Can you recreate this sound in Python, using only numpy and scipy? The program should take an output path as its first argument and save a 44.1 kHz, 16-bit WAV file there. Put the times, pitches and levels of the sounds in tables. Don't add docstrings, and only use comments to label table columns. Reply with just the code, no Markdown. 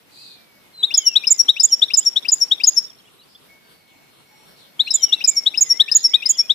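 import sys
import numpy as np
from scipy import signal
from scipy.io import wavfile
from scipy.ndimage import uniform_filter1d

SR = 44100
rng = np.random.default_rng(int(sys.argv[2]) if len(sys.argv) > 2 else 0)


def int16_out(signal):
    q = np.round(np.clip(np.atleast_2d(signal).T, -1, 1) * 32767)
    wavfile.write(sys.argv[1], SR, q.astype(np.int16))


N = 288414
TIME = np.arange(N) / SR

# (start [s], end [s])
PHRASES = [(.82, 2.86), (4.802, 6.6)]


def amp(db):
    return 10 ** (np.asarray(db) / 20)


def rms_one(x):
    return x / np.sqrt(np.mean(x ** 2) + 1e-20)


def sides(pan_db):
    ratio = amp(pan_db) ** 2
    return np.sqrt(2 * np.array([ratio, np.ones_like(ratio)]) / (1 + ratio))


def drift(per_s, size=N):
    r = np.exp(-2 * np.pi * per_s / SR)
    noise = rng.standard_normal(size + SR // 2)
    wander = signal.lfilter([1], [1, -2 * r, r * r], noise)
    return rms_one(wander[SR // 2:])


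def phase(hz):
    return 2 * np.pi * np.cumsum(hz) / SR


def add(out, x, s):
    i = round(s * SR)
    out[:, i:i + x.shape[-1]] += x[..., :N - i]


def glide(start_ratio, settle_ms):
    return lambda ms: 1 + (start_ratio - 1) * np.exp(-ms / settle_ms)


def arch(s, length_s, start_hz, middle_hz, end_hz, peak_db, edge_db):
    u = np.arange(0, 1, 1 / length_s / SR)
    hz = np.polyval(np.polyfit([0, .5, 1], [start_hz, middle_hz, end_hz], deg=2), u)
    return s, hz, peak_db + edge_db * (2 * u - 1) ** 2


def into_phrase(s):
    (first, _), (second, _) = PHRASES
    return np.where(s < second - .1, s - first, s - second)


def background(level_db, patchy_db, bass_swell_db, middle_swell_db, treble_swell_db):
    # (frequency [Hz], density [dB per Hz])
    air_table = [(25, -15), (49, -17.5), (162, -1), (900, -8), (1300, -10), (4080, -10.5), (6090, -20),
                 (13200, -17), (14700, -24.5)]
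    # (frequency [Hz], correlation [-1 to 1])
    likeness_table = [(60, 0.44), (370, 0.13), (2300, 0.03), (14200, 0.01002)]
    thin_line_hz, thin_line_db = 12750, -70

    def at_band(table, hz):
        table_hz, value = np.transpose(table)
        return np.interp(np.log(hz), np.log(table_hz), value)

    out, edges_hz = 0, 22 * 2 ** np.arange(0, 9.6, .5)
    white = rng.standard_normal((2, 2, N))
    singing = sum((TIME > start) * (TIME < end) * 1. for start, end in PHRASES)
    singing = uniform_filter1d(singing, size=6000, mode="nearest")
    flicker = [drift(6.0), drift(8.8), drift(5.1)]
    for k, (low_hz, high_hz) in enumerate(zip(edges_hz, edges_hz[1:])):
        band = signal.butter(2, [low_hz, high_hz], "band", fs=SR, output="sos")
        mid, side = signal.sosfilt(band, white[k % 2])
        hz = np.sqrt(low_hz * high_hz)
        alike = np.clip(at_band(likeness_table, hz), -1, 1)
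        swell_db = bass_swell_db if hz < 230 else middle_swell_db if hz < 5000 else treble_swell_db
        gain = amp(at_band(air_table, hz) + swell_db * singing + patchy_db * flicker[k % 3])
        out = out + gain * (np.sqrt(1 + alike) * mid + np.sqrt(1 - alike) * side * [[1], [-1]])
    narrow = signal.butter(2, [thin_line_hz - 60, thin_line_hz + 60], "band", fs=SR, output="sos")
    thin = signal.sosfilt(narrow, white[0])
    return amp(level_db) * out + amp(thin_line_db) * rms_one(thin)


def wheezes(spread_hz, shakes_per_s, hiss_db):
    # (time [s], length [s], centre at start [Hz], middle [Hz], end [Hz], peak level [dB])
    wheeze_table = [(.08, 0.36, 4200, 4260, 3460, -43), (3.25, 0.17, 4764, 4830, 4430, -56),
                    (3.86, 0.098, 3695, 3300, 2900, -58.5), (4.54, 0.17, 4340, 3900, 2867, -51),
                    (5.87, 0.21, 4346, 4000, 3760, -39.5)]
    out, above = np.zeros((2, N)), signal.butter(1, [6200, 9500], "band", fs=SR)
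    for row in wheeze_table:
        s, hz, level_db = arch(*row, edge_db=-3.5)
        size = len(hz)
        u = np.linspace(0, 1, size)
        swell = np.sin(np.pi * u ** 0.92) ** 1.4
        beat = 0.18 + np.cos(2 * np.pi * 260 * TIME[:size])
        for side in out:
            turn = phase(hz + spread_hz * drift(250, size=size))
            rasp = amp(2.2 * drift(shakes_per_s, size=size)) * np.sin(turn) * beat
            breath = rms_one(signal.lfilter(*above, rng.standard_normal(size)))
            hiss = breath * amp(hiss_db) * (1 - u)
            add(side[None], (rms_one(rasp) + hiss) * amp(level_db) * swell, s)
    return out


def yard(x, leaves_db, leaves_t60_s, walls_db, walls_t60_s):
    walls_top_hz = 5800
    t = TIME[:SR]
    lumps = np.clip(t / 0.016, 0, 1) * amp(3.9 * drift(55, size=SR))
    leaves, walls = rng.standard_normal((2, 2, SR)) * lumps
    leaves_band = signal.butter(1, [4300, 7000], "band", fs=SR)
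    leaves = signal.lfilter(*leaves_band, leaves * amp(leaves_db - 60 * t / leaves_t60_s))
    walls_low = signal.butter(4, walls_top_hz, fs=SR, output="sos")
    walls = signal.sosfilt(walls_low, walls * amp(walls_db - 60 * t / walls_t60_s))
    stir = 1 + .6 * np.array([drift(70), drift(70)])
    return stir * signal.fftconvolve(x.mean(axis=0)[None], leaves + walls)[:, :N]


def whistles():
    # (time [s], length [s], pitch at start [Hz], middle [Hz], end [Hz],
    # peak level [dB], flutter [dB])
    short_table = [(.96, 0.12, 2360, 2180, 2050, -50, 3.8), (1.675, 0.055, 3550, 3169, 2950, -45, 4.6),
                   (2.0, 0.05, 2845, 3180, 4000, -44.5, 2), (2.65, 0.05, 2900, 3590, 4200, -43, 2),
                   (3.6, 0.15, 1637, 1585, 1525, -62, 3), (3.63, 0.18, 4575, 4510, 4579, -62, 2),
                   (3.75, 1.03, 4194, 4247, 4270, -66.5, 2.3), (4.26, 0.37, 5564, 5566, 5475, -62.5, 3),
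                   (4.28, 0.23, 7480, 7500, 7580, -66, 3), (4.28, 0.24, 844, 856, 853, -61.5, 4),
                   (5.61, 0.096, 2600, 2094, 2030, -45.5, 5.43), (5.69, 0.12, 1950, 2020, 2310, -45.5, 2.6),
                   (5.8, 0.23, 1805, 1810, 1840, -50, 6.7), (6.06, 0.14, 2060, 1996, 1890, -52.5, 4.1),
                   (6.108, 0.13, 2114, 2494, 2320, -43.5, 3.8),
                   (6.24, 0.055, 1990, 2130, 1850, -44.5, 3.67), (6.27, 0.15, 2910, 3336, 3330, -45.5, 5.1),
                   (6.37, 0.11, 1915, 2375, 2420, -50, 4.2)]
    # (time [s], pitch [Hz], level [dB])
    long_table = [
        [(.15, 2330, -57), (.21, 2620, -58.5), (.46, 2290, -60.5), (.76, 2113, -64)],
        [(.72, 4266, -55), (.8, 3981, -33), (.95, 3420, -36.5), (1.1, 2797, -36.5), (1.17, 2483, -45.5),
         (1.27, 2393, -46.5), (1.36, 2057, -51.5), (1.42, 2060, -62)],
        [(4.82, 4380, -57), (4.86, 4210, -33.5), (4.93, 3840, -34), (5.0, 3165, -41.5), (5.2, 2625, -45),
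         (5.33, 2255, -44.5), (5.5, 2104, -59)],
    ]
    calls = [(*arch(*row, edge_db=-7), flutter_db) for *row, flutter_db in short_table]
    for s, hz, level_db in map(np.transpose, long_table):
        t = np.arange(s[0], s[-1], 1 / SR)
        calls.append((s[0], np.interp(t, s, hz), np.interp(t, s, level_db), 2.0))
    out = np.zeros((2, N))
    for s, hz, level_db, flutter_db in calls:
        size = len(hz)
        turn = phase(hz + 6.0 * flutter_db * drift(80, size=size))
        waver_db = 0.8 * np.array([drift(25, size=size), drift(25, size=size)])
        waver_db = waver_db + flutter_db * np.minimum(drift(45, size=size), 1)
        fundamental = np.sin(turn + [[0], [rng.normal(0, 1)]])
        overtone_gain = amp(-24.0) * (hz / 4200) ** 6.0 * (hz < 4400)
        tone = fundamental + overtone_gain * np.sin(2 * turn)
        ends = signal.windows.tukey(size, .1)
        add(out, tone * np.sqrt(2) * amp(level_db + waver_db) * ends, s)
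    return out


def notes(rows, tune, attack_ms, attack_power, release_ms, release_power, second_db, lead_rad,
          overtone_lead_rad, swing_db, opens_db=-40, third_db=-90, tremor_hz=34, breath_db=-29.0,
          overtone_power=.61):
    out = np.zeros((2, N))
    lead, overtone_lead = np.array([[lead_rad], [0]]), np.array([[overtone_lead_rad], [0]])
    for s, peak_db, hz, pan_db, hold_ms, stretch in zip(*np.broadcast_arrays(*rows)):
        length_ms = attack_ms + hold_ms + release_ms
        ms = np.arange(-2, length_ms + 2, 1000 / SR / stretch)
        size = len(ms)
        pitch_hz = hz * tune(ms) + tremor_hz * drift(270, size=size)
        turn = phase(uniform_filter1d(pitch_hz, size=40))
        attack = np.clip(ms / attack_ms, 0, 1) ** attack_power
        attack = np.maximum(attack, amp(opens_db) * (ms > 0))
        release = 1 - np.clip((ms - attack_ms - hold_ms) / release_ms, 0, 1) ** release_power
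        swell = uniform_filter1d(attack * release, size=60).clip(0)
        breath = amp(breath_db) * np.array([drift(900, size=size), drift(650, size=size)])
        balance = sides(pan_db + swing_db * (ms / length_ms - .5))
        tone = (1 + breath) * np.sin(turn + lead) * balance
        second = amp(second_db) * np.sin(2 * turn + overtone_lead)
        third = amp(third_db) * np.sin(3 * turn + overtone_lead)
        hiss = amp(-44.0) * rng.standard_normal((2, size))
        note = (tone + hiss) * swell + (second + third) * swell ** overtone_power
        add(out, amp(peak_db) * note, s + ms[0] * stretch / 1000)
    return out


def goldfinch():
    # (time [s], peak level [dB], left-right balance [dB])
    rise_table = [(0.8285, -4, 6.5), (1.154, -1, 8), (1.483, -0.5, 7), (1.817, -1.5, 7), (2.1584, -5, 10),
                  (2.5098, -3, 7.5), (4.7933, -4, 6.5), (5.1213, -3, 6.5), (5.4594, -3, 7),
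                  (5.796, 0.15, 7), (6.135, -1, 10.5), (6.4946, -3.5, 8.5)]
    # (chip time [s], chip peak [dB], dip peak [dB], dip pitch [Hz], dip hold [ms],
    # dip left-right balance [dB])
    run_table = [(0.9396, -7, -3.5, 6805, 5, -5.5), (1.2696, -6, -3, 7000, 14.2, -7),
                 (1.5975, -5.5, -3.5, 6914, 16, -6.5), (1.9357, -6, -5, 6980, 15.4, -8),
                 (2.2833, -8.5, -5.5, 6906, 13.7, -3), (2.6351, -5, -3, 6686, 12.5, 5),
                 (4.905, -9.5, -6.5, 7085, 11.5, -7.5), (5.2402, -8, -5, 6990, 15, -6.5),
                 (5.574, -8, -4.5, 6785, 14, -5), (5.9144, -6.5, -2.5, 6820, 13.2, -3),
                 (6.2563, -8, -6, 6850, 14.4, -5.5)]
    # (time [s], peak level [dB], pitch [Hz], left-right balance [dB], hold [ms])
    pipe_table = [(1.0545, -3, 5550, 5, 2.3), (1.3833, -3, 5590, 8, 3), (1.7124, -3.5, 5512, 0.8, 3.5),
                  (2.051, -5, 5510, 4, 4.5), (2.403, -5.5, 5520, 6.5, 4.4), (2.759, -5, 5458, 8, 2.8),
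                  (5.02, -4, 5585, 6, 0.58), (5.3561, -8, 5537, 2.5, 5.9), (5.6918, -4, 5536, 4.5, 6.2),
                  (6.0321, -4.5, 5444, 2, 7.1), (6.376, -7, 5473, 5, 6.3)]
    # (time [ms], pitch ratio [1])
    dip_tune = [(0.5, 1.05), (2.55, 1.098), (4.5, 1.035), (11.5, 1.0), (18, 0.965), (23.5, 1.01),
                (27, 1.075), (30, 1.085)]
    rise_hz, soft_rise_hz, chip_hz = 4285, 3520, 5327
    soft_before_chip_ms, dip_after_chip_ms = 35.2, 32.2
    gaps_grow_per_s, rise_grows_per_s, pitch_sag_per_s = 0.016, 0.025, 0.02

    rise_s, rise_db, rise_pan_db = np.transpose(rise_table)
    chip_s, chip_db, dip_db, dip_hz, dip_hold_ms, dip_pan_db = np.transpose(run_table)
    pipe_s, pipe_db, pipe_hz, pipe_pan_db, pipe_hold_ms = np.transpose(pipe_table)
    s_per_gap_ms = (1 + gaps_grow_per_s * into_phrase(chip_s)) / 1000
    rise_sag, run_sag = (1 - pitch_sag_per_s * into_phrase(s) for s in (rise_s, chip_s))
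    rise_stretch = 1 + rise_grows_per_s * into_phrase(rise_s)

    rises = notes((rise_s, rise_db, rise_hz * rise_sag, rise_pan_db, .6, rise_stretch),
                  glide(0.73, settle_ms=18.1), opens_db=-23, breath_db=-36.5,
                  attack_ms=12.9, attack_power=0.9, release_ms=17.5, release_power=0.64,
                  second_db=-35.0, third_db=-41.5, lead_rad=0.44, overtone_lead_rad=0.63, swing_db=0.5)
    soft_s = chip_s - soft_before_chip_ms * s_per_gap_ms
    soft_rises = notes((soft_s, -20, soft_rise_hz * run_sag, 9.5, .8, 1),
                       glide(0.63, settle_ms=21), overtone_power=1.2,
                       attack_ms=9.5, attack_power=0.66, release_ms=16, release_power=0.72,
                       second_db=-17.5, third_db=-32.0, lead_rad=0.89, overtone_lead_rad=.4, swing_db=-5.0)
    chips = notes((chip_s, chip_db, chip_hz * run_sag, 9.5, 5.0, 1),
                  glide(0.91, settle_ms=4.0), tremor_hz=110, breath_db=-29.0, opens_db=-18.5,
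                  attack_ms=5.8, attack_power=0.5, release_ms=10.5, release_power=0.82,
                  second_db=-28.0, lead_rad=-0.23, overtone_lead_rad=1.79, swing_db=-4.5)
    rasps = notes((chip_s + .0165, chip_db - 20.0, chip_hz * run_sag, 9.5, 6, 1),
                  glide(0.98, settle_ms=1), tremor_hz=219, breath_db=-6.5,
                  attack_ms=1.8, attack_power=0.96, release_ms=7, release_power=1.5,
                  second_db=-32.5, lead_rad=-0.23, overtone_lead_rad=1.9, swing_db=1.5)
    dip_s = chip_s + dip_after_chip_ms * s_per_gap_ms
    dips = notes((dip_s, dip_db, dip_hz, dip_pan_db, dip_hold_ms, 1),
                 lambda ms: np.interp(ms, *np.transpose(dip_tune)), tremor_hz=60, breath_db=-36.5,
                 attack_ms=8, attack_power=1.0, release_ms=11.0, release_power=0.97,
                 second_db=-27.5, lead_rad=-.1, overtone_lead_rad=1.7, swing_db=-1.0)
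    pipes = notes((pipe_s, pipe_db, pipe_hz, pipe_pan_db, pipe_hold_ms, 1),
                  glide(1.09, settle_ms=7.2), opens_db=-21.0,
                  attack_ms=17.8, attack_power=2.0, release_ms=18.5, release_power=2.1,
                  second_db=-27, lead_rad=-0.18, overtone_lead_rad=1.2, swing_db=-12)
    return rises + soft_rises + chips + rasps + dips + pipes


def near_echoes(x):
    # (delay [ms], left level [dB], right level [dB])
    echo_table = [(3.1, -20, -22.5), (6.3, -20, -16.5), (10.5, -22.5, -21), (14.7, -28, -29.5)]
    out = np.zeros((2, N))
    dulled = signal.lfilter(*signal.butter(2, 5500, fs=SR), x.mean(axis=0))
    for ms, left_db, right_db in echo_table:
        add(out, amp([[left_db], [right_db]]) * dulled, ms / 1000)
    return out


def chirps(twitter_ms, glide_hz, arch_hz):
    # (time [s], length [s], pitch at start [Hz], middle [Hz], end [Hz], peak level [dB])
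    chirp_table = [(1.455, 0.038, 3740, 4020, 3787, -47), (2.865, 0.061, 3550, 3600, 2890, -48.5),
                   (2.983, 0.017, 3835, 4247, 4430, -50.5), (2.993, 0.021, 3050, 3234, 3060, -50.5),
                   (3.03, 0.061, 2733, 3223, 3580, -55.5), (3.07, 0.022, 2660, 2870, 2740, -49),
                   (3.188, 0.024, 3680, 3902, 4274, -48.5), (3.21, 0.033, 3140, 2823, 3120, -56.5),
                   (3.21, 0.0196, 4250, 3920, 4300, -48), (3.23, 0.019, 4480, 4590, 4570, -53),
                   (3.347, 0.021, 2901, 3550, 3210, -42), (5.93, 0.066, 4800, 3170, 4700, -45),
                   (6.35, .025, 3440, 3075, 2886, -38)]
    twitter = []
    for at, pitch, loud, slope in rng.random((160, 4)):
        s, hz, half_glide_hz = at * N / SR, 2600 + 2400 * pitch, glide_hz * (slope - .25)
        if any(start < s < end for start, end in PHRASES):
            twitter.append((s, twitter_ms / 1000, hz - half_glide_hz, hz + arch_hz, hz + half_glide_hz,
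                            -57 + 11 * loud ** 2))
    out = np.zeros((2, N))
    for row in chirp_table + twitter:
        s, hz, level_db = arch(*row, edge_db=-9.0)
        size = len(hz)
        turn = phase(hz + 35 * drift(150, size=size))
        level = amp(level_db + 2.2 * drift(120, size=size)) * signal.windows.tukey(size, .3)
        add(out, level * np.sin(turn + [[0], [rng.normal(0, 1)]]), s)
    return out


def trill():
    # (time [s], level [dB])
    level_table = [(3.485, -58.5), (4.08, -66), (4.3, -61), (4.75, -66.5), (5.05, -53), (5.201, -63)]
    pitch_hz, throbs_per_s = 2210, 19
    s, level_db = np.transpose(level_table)
    level = amp(np.interp(TIME, s, level_db, left=-120, right=-120) + 2.5 * drift(5.0))
    throb = 1 + .5 * np.sin(2 * np.pi * throbs_per_s * TIME + 2.5 * drift(5.0))
    return level * throb * np.sin(2 * np.pi * pitch_hz * TIME) * sides(1.5)[:, None]


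def scene():
    bird = goldfinch()
    small = chirps(twitter_ms=22.0, glide_hz=599, arch_hz=310)
    others = whistles() + wheezes(spread_hz=190, shakes_per_s=260, hiss_db=-7.5) + trill()
    tail = yard(bird + small + amp(15.0) * others,
                leaves_db=-46.5, leaves_t60_s=0.3, walls_db=-58.0, walls_t60_s=.58)
    air = background(level_db=-42, patchy_db=2.0,
                     bass_swell_db=0.0, middle_swell_db=4.5, treble_swell_db=5.5)
    return bird + near_echoes(bird) + small + others + tail + air


def record(dry):
    cutoff_hz = 14750
    steep = signal.ellip(9, .5, 60, cutoff_hz, fs=SR, output="sos")
    return signal.sosfilt(steep, np.clip(dry, -1, 1))


dry = scene()
out = record(dry)
int16_out(out)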